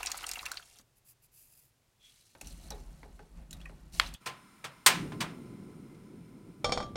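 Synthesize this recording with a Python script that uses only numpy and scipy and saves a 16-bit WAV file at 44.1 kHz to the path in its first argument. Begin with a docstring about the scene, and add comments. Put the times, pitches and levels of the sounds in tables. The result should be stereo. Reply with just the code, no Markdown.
"""Water is poured over cut potatoes in a pot, splashing and trapping tiny bubbles that ring.
Salt slides in with a hiss, then a wooden spoon stirs and knocks the wall. The lever and knob of a
portable gas stove clack, the igniter snaps, and the flame catches and flutters. Last, a glass lid
clinks onto the rim. Two spaced microphones stand close by in a small room."""
import sys
import numpy as np
from scipy import signal
from scipy.fft import rfft, irfft
from scipy.io import wavfile

SR = 44100
rng = np.random.default_rng(int(sys.argv[2]) if len(sys.argv) > 2 else 0)


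def bounce(signal):
    """Save signal as a 16-bit WAV file at the path given by the first command-line argument."""
    frames = np.transpose(np.atleast_2d(signal))
    limited = np.clip(frames, -1, 1)
    pcm = np.round(limited * 32767).astype(np.int16)
    wavfile.write(sys.argv[1], SR, pcm)


N = 306936

# tone of flying droplets: (frequency [Hz], level [dB])
SPRAY_TONE = [(3500, -2), (8500, 0), (16000, -5.5)]
# tone of gently moving water: (frequency [Hz], level [dB])
SWISH_TONE = [(900, -17), (1800, -13), (3300, -2.5), (5000, -4), (9000, -4), (16000, -20)]
# the lid touches the rim: (time [s], clink [dB], thud [dB])
LID_TAPS = [(6.6443, -0.5, -1), (6.655, -16, -14), (6.694, -16.5, -12.5), (6.7208, 0, -3.5),
            (6.7747, -11, -7), (6.8021, -15, -9.5), (6.826, -18.5, -14.5), (6.9565, -12.5, -10)]


def from_db(db):
    """Turn decibels into a number to multiply a sound by."""
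    return 10 ** (np.asarray(db) / 20)


def rms_one(x):
    """Scale a sound to an average power of 1."""
    return x / np.sqrt(np.mean(x ** 2) + 1e-20)


def at_hz(tone, hz):
    """Read a tone table's level between its rows, on a scale of octaves."""
    frequencies, levels = np.transpose(tone)
    return np.interp(np.log(hz), np.log(frequencies), levels)


def seconds(length):
    """The time of each sample in a sound of this length."""
    return np.arange(int(length * SR)) / SR


def dying(t, t60):
    """A fade that falls by 60 dB every t60 seconds."""
    return np.exp(-np.log(1000) * t / t60)


def held(length, attack, release):
    """A level that rises, holds and falls; all times in seconds."""
    t = seconds(length)
    return np.clip(np.minimum(t / attack, (length - t) / release), 0, 1)


def add(out, s, sound):
    """Mix a sound in, starting at s seconds."""
    at = max(int(s * SR), 0)
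    out[..., at:at + sound.shape[-1]] += sound[..., :max(N - at, 0)]


def drift(per_s):
    """Glide through 1024 random values, per_s of them a second, then hold the last."""
    return np.interp(np.arange(N) / SR * per_s, np.arange(1024), rng.standard_normal(1024))


def noise(tone, size, tilt_db=0, alike=0):
    """Stereo noise: tilt_db brightens it per octave; alike=1 makes left and right the same."""
    block = 2 ** int(np.ceil(np.log2(size)))
    hz = np.arange(1, block // 2 + 2) * SR / block
    edges = 1 / (1 + (tone[0][0] / hz) ** 4) / (1 + (hz / tone[-1][0]) ** 4)
    colour = edges * from_db(at_hz(tone, hz) + tilt_db * np.log2(hz))
    mid, side = irfft(rfft(rng.standard_normal((2, block))) * colour)[:, :size]
    return rms_one(np.sqrt(1 + alike) * mid + np.sqrt(1 - alike) * side * [[1], [-1]])


def resonate(x, hz, kept):
    """Make a sound ring at one pitch; kept is the share of the ring left after each sample."""
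    return signal.lfilter([1, 0, -1], [1, -2 * kept * np.cos(2 * np.pi * hz / SR), kept ** 2], x)


def hollow(resonances, size):
    """Noise that sings at a few broad pitches, as in a hollow space."""
    out = 0
    for hz, width, db in resonances:
        kept = np.exp(-np.pi * width / SR)
        out += from_db(db) * (1 - kept ** 2) * resonate(rng.standard_normal((2, size)), hz, kept)
    return rms_one(out)


def burst(tone, t60, tail_db, tilt_db=0, alike=0):
    """A blow wakes countless close pitches: fast-fading noise, then the room's duller echo."""
    t = seconds(.37)
    room = noise(tone, len(t), tilt_db - 5) * dying(t, t60=.33)
    return noise(tone, len(t), tilt_db, alike) * dying(t, t60) + from_db(tail_db) * room


def struck(modes):
    """An object's own pitches (modes) ring and fade; each blow and microphone gets its own mix."""
    t = seconds(.37)
    shares = from_db(1.5 * rng.standard_normal((len(modes), 2, 1)))
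    return sum(share * from_db(db) * dying(t, t60) * np.sin(2 * np.pi * hz * t) * rng.choice([-1, 1])
               for share, (hz, db, t60) in zip(shares, modes))


def left_late(x, lag_ms):
    """A source on the right reaches the left microphone later."""
    left, right = x
    samples = np.arange(len(left))
    return np.array([np.interp(samples - lag_ms * SR / 1000, samples, left, left=0), right])


def in_pot(x, wall_db, t60, tail_db):
    """Add dense echoes from the pot wall and the room."""
    echoes = burst([(200, -8.5), (900, -3), (16000, -6.5)], t60, tail_db)
    echoes /= np.sqrt(np.sum(echoes[0] ** 2))
    return x + from_db(wall_db) * signal.fftconvolve(x, echoes, axes=1)[:, :N]


def bubble(hz, cycles):
    """A bubble swells within a few cycles, rings and rises in pitch."""
    age = seconds(cycles / hz) * hz / cycles  # runs from 0 to 1
    swell = (1 - np.exp(-age * 9)) ** 2
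    wave = swell * dying(age, 1) * np.sin(2 * np.pi * cycles * age * (1 + .1 * age))
    return wave / np.abs(wave).max()


def fizz(tone, size, per_s, cycles):
    """Tiny bubbles of uneven strength, roughly per_s a second, ring at 36 pitches."""
    out = np.zeros((2, size))
    for hz in np.geomspace(max(tone[0][0], 650), 15000, 36):
        count = int(per_s / 36 * np.sqrt(hz / 3000) * size / SR) + 1
        place, strength, sign = np.random.default_rng(rng.integers(2 ** 31)).random((count, 3)).T
        clicks = np.zeros(size)
        clicks[(place * size).astype(int)] = from_db(16 * strength ** 3) * np.sign(sign - .5)
        right = rms_one(resonate(clicks, hz, kept=dying(hz / SR, cycles)))
        left = np.roll(right, rng.integers(0, 45))  # up to 1 ms later
        out += np.array([left, right]) * from_db(at_hz(tone, hz)) * np.sqrt(hz)
    return rms_one(out)


def drops(rows, cycles, slap_db, spray_t60):
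    """Each drop throws spray and dents the water, trapping one bubble and shedding four weaker ones."""
    out, t = np.zeros((2, N)), seconds(.04)
    dent_s, shed_db = .0025, -14.5
    dent = (t / dent_s * np.exp(1 - t / dent_s)) ** 2
    for s, db, hz, spray_db in rows:
        slap = dent * noise([(hz / 4, -7), (hz, 0), (hz * 2, -14)], len(t), alike=.71)
        add(out, s, from_db(db) * bubble(hz, cycles))
        add(out, s - dent_s / 2, from_db(db + slap_db) * slap)
        add(out, s, from_db(spray_db) * noise(SPRAY_TONE, len(t), alike=.44) * dying(t, spray_t60))
        for when, octaves in rng.uniform(-1, 1, size=(4, 2)):
            shed = bubble(hz * 2 ** (octaves - .5), cycles / 2)
            add(out, s + dent_s * (2 * when + .5), from_db(db + shed_db) * shed)
    return left_late(out, lag_ms=.718)


def room_air():
    """The room's air makes a faint, low, steady rush."""
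    # tone of the air: (frequency [Hz], level [dB])
    air_tone = [(22, -5.5), (90, -15), (122, -5.5), (170, -19), (1400, -28.5), (16000, -34)]
    return from_db(-69.5) * noise(air_tone, N, alike=.2)


def salting():
    """Each spill of countless grains swells and fades as a fine, clumpy hiss, coloured by the pot."""
    # salt slides off the spoon: (time [s], length [s], level [dB])
    spills = [(0.95, 0.053, -66.5), (1.041, 0.1, -57.5), (1.214, 0.061, -60.5), (1.308, 0.18, -56.5),
              (1.398, 0.32, -61)]
    # pitches in the hiss: (frequency [Hz], width [Hz], level [dB])
    hiss_bands = [(2580, 260, -5.5), (4870, 400, -5), (7500, 2000, -5), (10400, 980, 1.5), (13500, 1200, 2)]
    out = np.zeros((2, N))
    for s, length, db in spills:
        swell = np.sin(np.pi * seconds(length) / length)
        clumps_db = 2.4 * drift(259)[:len(swell)]
        add(out, s, from_db(db + clumps_db) * swell * hollow(hiss_bands, len(swell)))
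    return out


def scraping():
    """The spoon dips in and slides on a potato with a short, swelling rub."""
    # pitches in the rub: (frequency [Hz], width [Hz], level [dB])
    rub_bands = [(2600, 440, -13), (3360, 120, 1)]
    out = np.zeros((2, N))
    start_s, length_s = 1.975, .18
    swell = np.sin(np.pi * seconds(length_s) / length_s) ** 2
    add(out, start_s, from_db(-60) * swell * hollow(rub_bands, len(swell)))
    return out


def potato_knocks():
    """Soft pieces meet under water with short, round thumps."""
    # two pieces meet: (time [s], level [dB], pitch [Hz])
    knocks = [(2.7, -45.5, 190), (3.381, -45.5, 147), (3.58, -42.5, 171), (4.09, -45, 152)]
    out, t = np.zeros((2, N)), seconds(.5)
    thump = (1 - np.exp(-t / .0042)) * dying(t, .099)
    for s, db, hz in knocks:
        add(out, s, from_db(db) * thump * np.sin(2 * np.pi * hz * t))
    return out


def shudder():
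    """The lid's landing sets pot and stove rumbling."""
    # tone of the shaking stove: (frequency [Hz], level [dB])
    shake_tone = [(40, -2), (190, -3.5), (500, -8.5)]
    out, t = np.zeros((2, N)), seconds(.5)
    add(out, LID_TAPS[0][0], from_db(-42) * dying(t, 4.2) * noise(shake_tone, len(t), alike=.29))
    return out


def burner():
    """Gas hisses from the jet and catches with a soft whoomp; the flame flares, settles and flutters."""
    # tones of the flame, the gas jet and the whoomp: (frequency [Hz], level [dB])
    flame_tone = [(30, -11), (70, -16), (120, -5), (180, -1), (300, -3.5), (420, -6.5), (600, -13),
                  (1200, -38)]
    jet_tone = [(700, -3.5), (1200, -17.5), (2500, -12), (5000, -20.5), (16000, -21)]
    whoomp_tone = [(70, -16), (115, 2), (165, 12), (260, -34)]
    # pitches of the hollow burner: (frequency [Hz], width [Hz], level [dB])
    cavity_bands = [(1008, 51, 0.5), (1330, 150, -3), (2095, 89, -6), (2336, 80, -9.5), (4050, 90, -15),
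                    (5220, 130, -13), (7030, 80, -18.5), (8860, 220, -12.5), (9640, 300, -17)]
    gas_on_s, catch_s, whoomp_s = 4.196, 4.87, 5
    flare_db, settle_s = 14.5, .6
    t = np.arange(N) / SR
    valve = np.clip((t - gas_on_s) / .022, 0, 1)
    lit = np.clip((t - catch_s) / .101, 0, 1)  # the flame spreads round the burner
    unlit = valve * (1 - lit)
    burning = lit * from_db(flare_db * np.exp(-np.maximum(t - whoomp_s, 0) / settle_s))
    flutter = from_db(1.8 * drift(28))
    rush = flutter * left_late(noise(flame_tone, N, alike=.88), lag_ms=.86)
    hiss = from_db(-6.5) * noise(jet_tone, N, alike=.0983) + from_db(-1) * hollow(cavity_bands, N)
    out = (from_db(-63) * unlit + from_db(-51) * burning) * rush
    out += (from_db(-59.5) * unlit + from_db(-67) * burning) * hiss
    t = seconds(.5)
    puff = (1 - np.exp(-t / .018)) * dying(t, .47)
    add(out, whoomp_s, from_db(-33.5) * puff * noise(whoomp_tone, len(t), alike=1))
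    return out


def stirring():
    """Each stroke drags potatoes over the bottom and slackens: rumble, rubbing, swish, plops and bumps."""
    # strokes of the spoon: (time [s], length [s], rumble [dB], swish [dB])
    strokes = [(1.992, 0.55, -78, -60), (2.423, 0.27, -47.5, -56), (2.599, 0.84, -45.5, -60.5),
               (3.329, 0.25, -50, -76), (3.49, 0.436, -46.5, -65), (3.917, 0.18, -44.5, -49),
               (4.08, 0.081, -45, -64)]
    # plops round the spoon: (time [s], level [dB], bubble pitch [Hz], spray [dB])
    plops = [(2.412, -39.5, 2490, -37), (2.471, -35, 5670, -44), (2.7047, -30.5, 5630, -38.5),
             (2.7202, -34.5, 3650, -57), (3.5092, -36, 6910, -44), (3.529, -34.5, 3650, -39.5),
             (3.603, -51, 2580, -62), (3.6143, -41, 3250, -57), (3.656, -38.5, 2350, -59),
             (3.657, -37.5, 1830, -59), (4.0634, -36, 3850, -63), (4.139, -42, 4300, -39.5),
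             (4.1467, -34.5, 3200, -62)]
    # spoon and potatoes bump the pot: (time [s], thud [dB], gulp [dB])
    bumps = [(.797, -57.5, -74), (2.351, -47, -77), (2.414, -45, -67), (2.706, -49, -37), (3.031, -45, -50),
             (3.193, -48.5, -50), (3.695, -48.5, -57)]
    # tones of dragging, of pieces rubbing and of the bumped pot: (frequency [Hz], level [dB])
    rumble_tone = [(20, -9.5), (46, 10.5), (97, -15), (161, -5), (287, -21), (350, -15), (470, -48)]
    rub_tone = [(200, -2), (430, -11), (900, -10), (1600, -17.5), (3000, -16.5)]
    thud_tone = [(80, 4.5), (900, 7.5), (2200, 1), (5000, -12.5), (16000, -50)]
    # the water's hollow gulp after a bump: (frequency [Hz], width [Hz], level [dB])
    gulp_bands = [(423.6, 25, 4.5), (807, 91, -7.5), (990, 220, -20)]
    rumble_fade_db_per_s, swish_fade_db_per_s = 15, 19.5
    rumble_level, swish_level = np.zeros((2, N))
    for s, length, rumble_db, swish_db in strokes:
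        t, push = seconds(length), held(length, attack=.1585 * length, release=.012)
        add(rumble_level, s, push * from_db(rumble_db - rumble_fade_db_per_s * t))
        add(swish_level, s, push * from_db(swish_db - swish_fade_db_per_s * t))
    out = drops(plops, cycles=23, slap_db=-16, spray_t60=.032)
    rub_share = from_db(-15 + drift(61))
    out += rumble_level * (noise(rumble_tone, N, alike=.7) + rub_share * noise(rub_tone, N))
    out += swish_level * from_db(1.5 * drift(110)) * fizz(SWISH_TONE, N, per_s=6500, cycles=12)
    t = seconds(.3)
    for s, thud_db, gulp_db in bumps:
        add(out, s, from_db(thud_db) * burst(thud_tone, t60=.031, tail_db=-9, alike=.51))
        add(out, s, from_db(gulp_db) * dying(t, .27) * hollow(gulp_bands, len(t)))
    return in_pot(out, wall_db=-9, t60=.083, tail_db=-19)


def lid():
    """The lid's steel rim clinks and rocks to rest; its glass rings and its weight thumps the stove."""
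    # lid and pot ring together, damped by the hand: (frequency [Hz], level [dB], fade time [s])
    rim_modes = [(492.3, 10.5, 0.37), (566, 5, 0.11), (782, -4, 0.22), (1177, -6, 0.35), (2320, 0, 0.052),
                 (3235, -11, 0.22), (3490, -6, 0.035), (3850, -21, 0.35), (4010, -14, .25),
                 (4450, -8, 0.14), (5150, -17, 0.18), (5350, 2, 0.089), (6260, -10, 0.16), (6650, -12, .15)]
    # tones of the clink and the thud: (frequency [Hz], level [dB])
    clink_tone = [(1500, -4.5), (2750, -10.5), (3300, 2), (5500, -3), (11000, -14)]
    thud_tone = [(30, -5.5), (90, -19), (180, -2.5), (320, -17), (600, 8), (1000, -3.5), (1450, 1.5)]
    out = np.zeros((2, N))
    glass_hz = rng.uniform(clink_tone[0][0], clink_tone[-1][0], size=56)
    all_modes = rim_modes + [(hz, at_hz(clink_tone, hz) - 16.5, .18) for hz in glass_hz]
    for s, clink_db, thud_db in LID_TAPS:
        modes = [(hz, db + (thud_db if hz < 1300 else clink_db), t60) for hz, db, t60 in all_modes]
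        clink = burst(clink_tone, t60=.04, tail_db=-15)
        thud = burst(thud_tone, t60=.05, tail_db=-13, alike=.9)
        add(out, s, from_db(-27.5) * struck(modes))
        add(out, s + .00099, from_db(clink_db - 26.5) * clink)
        add(out, s, from_db(thud_db - 18) * thud)
    dull = signal.butter(2, 9500, fs=SR, output="sos")  # the heavy glass damps the highest ringing
    return left_late(signal.sosfilt(dull, out), lag_ms=.89)


def stove_clacks():
    """Springy parts hit the stove's steel case, which rattles and rings."""
    # lever, knob, igniter: (time [s], level [dB], brightness [dB/octave], contact [s], ring [dB])
    clacks = [(4.259, -20, -0.4, 0.0069, 10.5), (4.641, -25, -1.4, 0.0037, -6),
              (4.8614, -2.5, 2.5, 0.0015, 6.5), (5.1196, -34.5, -6, 0.00059, 13.5),
              (5.2036, -16.5, -0.6, 0.0058, 0.5), (5.945, -58.5, 0.5, 0.00054, -7)]
    # tone of the rattle: (frequency [Hz], level [dB])
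    rattle_tone = [(85, -31.5), (151, -17), (249, -26.5), (737, -10.5), (1100, -6.5), (2590, -4.5),
                   (7600, -14.5), (8600, -11.5), (10500, -19), (15500, -20)]
    # the case rings: (frequency [Hz], level [dB], fade time [s])
    case_modes = [(358.4, -16, 0.29), (1035, 0, 0.27), (2733, -8.5, 0.26), (5870, -5, 0.1),
                  (8430, -3, 0.078)]
    out, main_hz = np.zeros((2, N)), case_modes[1][0]
    for s, db, tilt_db, contact_s, ring_db in clacks:
        rattle = from_db(-4) * burst(rattle_tone, t60=.1, tail_db=-11, tilt_db=tilt_db)
        modes = [(hz, level + tilt_db * np.log2(hz / main_hz), t60) for hz, level, t60 in case_modes]
        rings = from_db(ring_db - 26.5) * left_late(struck(modes), lag_ms=.11)
        build_up = 1 - np.exp(-np.arange(rattle.shape[1]) / SR / contact_s)
        add(out, s, from_db(db) * (rattle + rings) * build_up)
    return out


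def spoon_rap():
    """Hard wood hits the pot wall with a very short, ringing crack; the water shivers after it."""
    # the spoon hits and bounces: (time [s], level [dB])
    raps = [(3.9979, -1.5), (4.0167, -24)]
    # pitches of the spoon: (frequency [Hz], width before extra damping [Hz], level [dB])
    spoon_bands = [(1120, 200, -7.5), (1910, 38.1, -6.5), (2770, 15, -11.5), (3275, 73, 3.5),
                   (4640, 44, -15.5)]
    # tone of the crack: (frequency [Hz], level [dB])
    crack_tone = [(600, -9.5), (1900, -5), (3300, -1), (5000, -6), (6500, -23), (11000, -23.5),
                  (16000, -48)]
    out, t = np.zeros((2, N)), seconds(.16)
    damping_hz = 130  # a wider band fades sooner
    wood_modes = [(hz, db, np.log(1000) / (np.pi * (width + damping_hz))) for hz, width, db in spoon_bands]
    for s, db in raps:
        add(out, s, from_db(db - 6.5) * burst(crack_tone, t60=.014, tail_db=-26, alike=.45))
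        add(out, s, from_db(db - 10) * struck(wood_modes))
        shiver = dying(t, .3) * fizz(crack_tone, len(t), per_s=900, cycles=27)
        add(out, s, from_db(db - 38.5) * shiver)
    no_bass = signal.butter(4, 480, "high", fs=SR, output="sos")  # the spoon gives out little bass
    return signal.sosfilt(no_bass, out)


def pouring():
    """The stream drums on the pot, makes bubbles, spray and splashes, then thins to a trickle."""
    # strength of the stream as the jug empties: (time [s], level [dB])
    stream = [(0.0, -46), (0.288, -50), (0.438, -49), (0.584, -57.5), (0.66, -81), (0.778, -79),
              (0.81, -83)]
    # large splashes: (time [s], level [dB], bubble pitch [Hz], spray [dB])
    splashes = [(.030, -26, 2420, -29), (.060, -19, 8040, -43), (.070, -19.5, 5240, -46),
                (.103, -32, 8380, -45), (.1165, -20, 6300, -26), (.178, -28.5, 8950, -36),
                (.241, -28, 2900, -41), (.266, -23, 8600, -42), (.285, -29.5, 7840, -41),
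                (.291, -34.5, 2470, -25.5), (.314, -24, 4800, -27), (.335, -26.5, 7000, -34),
                (.357, -32.5, 2600, -41), (.392, -31.5, 3780, -54), (.430, -37, 1110, -46),
                (.456, -28.5, 3320, -33), (.462, -28.5, 2470, -31), (.5165, -32.5, 1440, -26),
                (.542, -42, 1430, -45), (.571, -25, 4200, -53), (.596, -44, 1500, -62),
                (.625, -41.5, 3150, -57), (.787, -44, 5300, -46)]
    # tones of the small bubbles and of the drumming on the pot: (frequency [Hz], level [dB])
    bubble_tone = [(650, -2), (980, 4.5), (2050, -3), (3580, -4), (5520, -9), (16000, -38)]
    drum_tone = [(40, 5), (110, -15.5), (300, -23.5), (750, -11)]
    times, levels = np.transpose(stream)
    flow = from_db(np.interp(seconds(times[-1]), times, levels))
    size, trickle_s = len(flow), .53
    out = drops(splashes, cycles=15.5, slap_db=-12, spray_t60=.013)
    add(out, 0, from_db(1.5) * flow * fizz(bubble_tone, size, per_s=1700, cycles=9.8))
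    spurts = rms_one(from_db(5 * np.clip(drift(170)[:size], -2, 2)))
    add(out, 0, from_db(-4) * flow * spurts * fizz(SPRAY_TONE, size, per_s=450, cycles=7))
    drumming = (flow / flow.max()) ** .47  # fades less than the flow does
    add(out, 0, from_db(-58.5) * drumming * noise(drum_tone, size, alike=.73))
    trickle = held(.29, attack=.051, release=.0059)
    add(out, trickle_s, from_db(-60.5) * trickle * fizz(SWISH_TONE, len(trickle), per_s=4400, cycles=19))
    return in_pot(out, wall_db=-6.5, t60=.053, tail_db=-20)


def scene():
    """The sounds of the pot and the stove over the quiet air of the room."""
    air = room_air()
    pot = pouring() + salting() + scraping() + stirring() + potato_knocks() + spoon_rap()
    stove = stove_clacks() + burner() + lid() + shudder()
    return air + pot + stove


def record(dry):
    """Peaks clip at full scale and the treble above 16100 Hz is cut."""
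    treble_cut = signal.ellip(10, .1, 80, 16100, fs=SR, output="sos")
    return signal.sosfilt(treble_cut, np.clip(dry, -1, 1))


dry = scene()
out = record(dry)
bounce(out)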